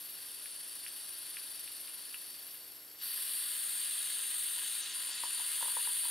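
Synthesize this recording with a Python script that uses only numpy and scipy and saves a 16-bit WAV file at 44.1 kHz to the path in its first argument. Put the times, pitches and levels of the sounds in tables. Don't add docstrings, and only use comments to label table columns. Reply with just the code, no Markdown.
import sys
import numpy as np
from scipy import signal
from scipy.fft import rfft, irfft, next_fast_len
from scipy.io import wavfile

SR = 44100
rng = np.random.default_rng(int(sys.argv[2]) if len(sys.argv) > 2 else 0)


def generate_wav(signal):
    frames = np.transpose(np.atleast_2d(signal))
    scaled = np.clip(frames, -1, 1) * 32767
    pcm = np.round(scaled).astype(np.int16)
    wavfile.write(sys.argv[1], SR, pcm)


def gain_from_db(level_db):
    decades = np.asarray(level_db, float) / 20
    return 10 ** decades


N = 269010
PRESS_S = 3.0


def rms_one(x):
    return x / np.sqrt(np.mean(x ** 2) + 1e-20)


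def in_time(rows):
    seconds, *columns = np.transpose(rows)
    return [np.interp(np.arange(N) / SR, seconds, column) for column in columns]


def at_hz(points, hz, axis=1):
    points = np.array(points)
    return np.interp(np.log(hz + 1), np.log(points[:, 0]), points[:, axis])


def resonate(x, hz, width, rate=SR):
    r = np.exp(-np.pi * width / rate)
    return signal.lfilter([1, 0, -1], [1, -2 * r * np.cos(2 * np.pi * hz / rate), r * r], x)


def wobble(hz, width):
    slow = resonate(rng.standard_normal(N // 40 + 1002), hz, width, rate=SR / 40)[1000:]
    return np.interp(np.arange(N) / 40, np.arange(len(slow)), rms_one(slow))


def background():
    # frequency in Hz, density in dB per Hz.
    air_spectrum = [(15, -63), (25, -20), (112, -8), (270, -6.5), (520, -4.5), (3000, -8), (3900, -35),
                    (6600, -120)]
    # frequency in Hz, left-right likeness from 0 to 1.
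    likeness = [(30, .68), (70, 0.79), (140, 0.45), (1000, 0.42)]
    # mains harmonic in Hz, level in dB rms.
    hum_lines = [(297.5, -76.5), (357, -79.5), (416, -88), (476, -83), (595, -82)]
    air_db = -65
    hz = np.arange(N // 2 + 1) * SR / N
    alike = np.clip(at_hz(likeness, hz), 0, .99)
    shares = np.array([np.ones_like(hz), np.sqrt((1 - alike) / (1 + alike))])
    noise = rfft(rng.standard_normal((2, N)))
    mid, side = irfft(noise * gain_from_db(at_hz(air_spectrum, hz)) * shares, N)
    air = gain_from_db(air_db) / np.std(mid) * np.array([mid + side, mid - side])
    t = np.arange(N) / SR
    hum = 0
    for line_hz, db in hum_lines:
        level = gain_from_db(db + 3 + 0.58 * wobble(4.0, 5.2))
        hum = hum + level * np.sin(2 * np.pi * (line_hz * t + rng.random()))
    return air + hum * gain_from_db(np.array([[1.2], [-1.2]]))


def knocks(events, modes, trim_db, rebound_s, rebound_db, low_hz):
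    events, out = np.array(events), np.zeros(N)
    starts = (events[:, 0] * SR).astype(int)
    spread_db = rng.normal(0, 2.0, (len(events), len(modes)))
    signs = (-1) ** np.arange(len(modes))
    for (hz, level_db, t60), own_db, sign in zip(modes, spread_db.T, signs):
        clicks = np.full(N, 1e-18)
        clicks[starts] = sign * gain_from_db(events[:, 1] + level_db + trim_db + own_db)
        r, w = gain_from_db(-60 / (t60 * SR)), 2 * np.pi * hz / SR
        out += signal.lfilter([0, np.sin(w)], [1, -2 * r * np.cos(w), r * r], clicks)
    out = out + gain_from_db(rebound_db) * np.roll(out, round(rebound_s * SR))
    return signal.sosfilt(signal.butter(2, low_hz, "high", fs=SR, output="sos"), out)


def valve_ticks():
    # start in seconds, peak in dB.
    ticks = [(0.458, -31), (0.8636, -31.5), (1.3688, -29), (1.4152, -46), (1.5483, -45), (1.676, -34),
             (1.8802, -39), (2.143, -30.5), (2.5455, -42)]
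    # mode in Hz, level in dB, 60 dB decay time in seconds.
    stem = [(1350, -12, .006), (1800, -7, .007), (2500, -5, .011), (2850, -5, .009), (3250, -8, .006)]
    return knocks(ticks, stem, trim_db=0.5, rebound_s=.003, rebound_db=-11, low_hz=900)


def can_gulps():
    # start in seconds, peak in dB.
    gulps = [(4.577, -43), (4.631, -46), (5.09, -39.5), (5.236, -25.5), (5.379, -41), (5.398, -35),
             (5.584, -48), (5.61, -33), (5.626, -26), (5.657, -29.5), (5.681, -32), (5.723, -40),
             (5.768, -23.5), (5.873, -28), (6.036, -42), (6.053, -33), (6.082, -42)]
    # mode in Hz, level in dB, 60 dB decay time in seconds.
    can = [(300, -24, .015), (520, -21, 0.014), (960, -7, .014), (1230, -10, 0.009), (1480, -9, 0.006),
           (1780, -9, 0.006)]
    return knocks(gulps, can, trim_db=1.5, rebound_s=.0021, rebound_db=-8, low_hz=180)


def slipping():
    # start in seconds, length in seconds, strength (negative seals tighter).
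    slips = [
        (2.525, .02, -.45),
        (2.984, .03, 0.8),
        (4.806, 0.12, 0.5),
        (4.81, 0.023, 0.65),
        (4.905, 0.021, 0.4),
        (5.105, .03, 0.85),
        (5.164, 0.028, 0.7),
    ]
    edge = .015
    t = np.arange(N) / SR
    slip = 0
    for start, length, strength in slips:
        corners = [start, start + edge, start + length, start + length + edge]
        slip = slip + strength * np.interp(t, corners, [0, 1, 1, 0])
    return slip


def region(modes, seat, flicker_db):
    out, power = 0, 0
    for hz, width, *seat_db in modes:
        gain = gain_from_db(np.interp(seat, np.arange(3), seat_db))
        once = resonate(rng.standard_normal(N), hz, 1.78 * width)
        band = resonate(once, hz, 1.78 * width)
        out = out + gain * gain_from_db(flicker_db * wobble(3.3, 32.0)) * rms_one(band)
        power = power + gain ** 2
    return out / np.sqrt(power)


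def slide_notch(x, slip, width):
    from_hz, to_hz, settle_delay_s, settle_s = 6850, 5900, .17, .22
    light_depth, hard_depth = .3, .96
    fills = (.5, 1.0)
    since = np.arange(N) / SR - PRESS_S
    hz = to_hz + (from_hz - to_hz) * np.exp(-np.maximum(since - settle_delay_s, 0) / settle_s)
    depth = np.where(since < 0, light_depth, hard_depth) * np.interp(slip, fills, [1, 0])
    hz = hz + 90 * wobble(3.0, 12.0)
    depth = depth * np.clip(.97 + .07 * wobble(5.0, 15.0), 0, 1)
    band, state = np.zeros(N), np.zeros(2)
    for i in range(0, N, 256):
        b, a = signal.iirpeak(hz[i], hz[i] / width, SR)
        band[i:i + 256], state = signal.lfilter(b, a, x[i:i + 256], zi=state)
    return x - depth * band


def sputtering():
    light_db, hard_db = 5.0, 1.2
    times = [0, .6, 1.9, PRESS_S, PRESS_S + .5]
    depth_db = np.interp(np.arange(N) / SR, times, [0.53 * light_db, light_db, light_db, 0, hard_db])
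    turns = np.cumsum(24.0 + 2.5 * wobble(2.5, 6.0)) / SR
    return depth_db * (1.15 + .3 * wobble(2.5, 5.0)) * np.sin(2 * np.pi * turns)


def jet():
    # resonance in Hz, width in Hz, then its level in dB for light, hard and tilted seat.
    body = [(1054, 81, -21, -22.5, -15), (1690, 620, -10.5, -6.5, -6), (2095, 510, -30, -12.5, -14),
            (2717, 1350, -5.5, -6, -3.5), (3253, 910, -6.5, 0.8, 0.5), (3800, 570, -9, -3.5, -9),
            (4534, 283, -1.4, -5, .8)]
    valley = [(5335, 540, 3, -0.5, -2), (6200, 700, -26, 7, -10), (6730, 750, -5.5, 2, -4),
              (7630, 480, -1.5, -3, 0.5)]
    whistle = [(8350, 270, -13, -5, -15.5), (8936, 283, -2, -0.4, -4), (9510, 240, -1.5, -11.5, 7),
               (9550, 570, -29, 0, -2.5), (10256, 256, 3, -4.5, -7), (10850, 170, -4.5, -12, -13)]
    top = [(11150, 210, -21, -5, 1.5), (11670, 270, 2.5, -1.5, -2), (12350, 320, -2, -4, -1),
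           (13600, 720, -1.5, -5.5, -4), (14400, 450, -15, 2, -8), (15500, 450, -13.5, -15, -12),
           (15550, 400, -20, -15, -14)]
    # time in seconds, flow in dB, seat (0 light, 1 hard, 2 tilted), pinch of the gap in dB.
    hand = [(0, -53.5, 0.081, 6), (.5, -53, 0.077, -0.5), (1.4, -52, 0.073, 0.5), (2.2, -53.5, 0, 1.5),
            (2.5, -55, 0, 5.5), (2.7, -59, 0.084, 7), (2.975, -61, 0.044, 7.5), (3.02, -47, 0.048, 7.5),
            (3.2, -46, 0.27, 3.5), (3.55, -46, 0.65, 2), (4.2, -44.5, 0.88, -1.5), (4.45, -45.5, 0.76, 1.5),
            (4.65, -44.5, .95, -2), (4.79, -44.5, 0.87, -1.5), (4.95, -45, 1.6, -3), (5.3, -44.5, 1.85, -3),
            (5.55, -44, 1.45, 0), (6.1, -45, 1.56, 1.5)]
    # level over the flow in dB for light, hard and tilted seat.
    over_flow_db = [(-7, -7.5, -7.5), (5.5, 6.5, 8), (-0.5, -0.1, 0.8)]
    # dB per dB of pinch for light, hard and tilted seat.
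    pinch_share = [(-0.23, -.2, -0.63), (-0.65, 1.12, 1.1), (0.97, 1.1, 1.01)]
    # share of the sputter, and change in dB at a full slip.
    sputter_share = [0.25, 0.12, 0.16, 0.8]
    slip_change_db = [0.9, 2, -8, -7.5]
    # cancellation by the bench echo in Hz, width in Hz, depth from 0 to 1.
    notches = [(2270, 200, .8), (5050, 300, .5), (14150, 350, .6)]
    seep_db = -63.5

    flow_db, seat, pinch_db = in_time(hand)
    slip = slipping()
    above_db = []
    for seat_db, seat_share in zip(over_flow_db, pinch_share):
        level_db = np.interp(seat, np.arange(3), seat_db)
        above_db.append(level_db + pinch_db * np.interp(seat, np.arange(3), seat_share))
    above_db[0] = 10 * np.log10(gain_from_db(2 * above_db[0]) + gain_from_db(2 * (seep_db - flow_db)))
    sputter = sputtering()
    rough_db = 1.05 * wobble(40.0, 100.0)
    regions = zip([body, valley, whistle, top], [0] + above_db, sputter_share, slip_change_db)
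    out = 0
    for modes, rel_db, share, slip_db in regions:
        level_db = flow_db + rel_db + slip_db * slip + share * sputter + rough_db
        out = out + gain_from_db(level_db) * region(modes, seat, flicker_db=1.15)
    for hz, width, depth in notches:
        b, a = signal.iirpeak(hz, hz / width, SR)
        out = out - np.clip(depth, 0, 1) * signal.lfilter(b, a, out)
    return slide_notch(out, slip, width=750)


def shop(x):
    # delay of a bench or shelf echo in seconds, level in dB.
    echoes = [(.0042, -12), (.0088, -15), (.0143, -17), (.0182, -13)]
    # frequency in Hz, left-right level in dB, left lead in radians, diffuse side level in dB.
    ports = [(300, 0, 0.29, -11), (1300, 0.5, 0, -31), (2030, 0, 0, -24), (3520, -0.5, 0, -14),
             (4030, 1, 0.05, -8.5), (5070, 2, 0.52, -13.5), (6900, 2, 0.6, -14), (7900, 6, 0.48, -11.5),
             (10400, 1.5, 0.26, -7), (11400, 5, 0.35, -8), (12000, -2, .6, -15), (13100, -0.5, 0.6, -7),
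             (15500, 5, 0.66, -29)]
    t60_s, tail_db = .2, -11
    size = next_fast_len(N + SR // 2)
    hz, t = np.arange(size // 2 + 1) * SR / size, np.arange(SR // 3) / SR
    tails = rng.standard_normal((2, len(t))) * gain_from_db(-60 * t / t60_s) * (t > .003)
    shared, differing = rfft(tails / np.linalg.norm(tails, axis=1, keepdims=True), size)
    near = 1 + gain_from_db(tail_db) * shared
    for delay_s, db in echoes:
        near = near + gain_from_db(db) * np.exp(-2j * np.pi * hz * delay_s)
    near /= np.sqrt(np.mean(abs(near) ** 2))
    skew = gain_from_db(at_hz(ports, hz) / 2) * np.exp(.5j * at_hz(ports, hz, axis=2))
    side = gain_from_db(at_hz(ports, hz, axis=3)) * differing
    paths = np.array([near * skew + side, near / skew - side])
    return irfft(rfft(x, size) * paths, size)[:, :N]


def scene():
    return background() + shop(valve_ticks() + can_gulps() + jet())


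def roll_off(x):
    return signal.sosfilt(signal.butter(12, 16050, fs=SR, output="sos"), x)


def record(dry):
    low_pass = signal.ellip(10, .3, 60, 15700, fs=SR, output="sos")
    mix = signal.sosfilt(low_pass, dry)
    return roll_off(mix)


dry = scene()
out = record(dry)
generate_wav(out)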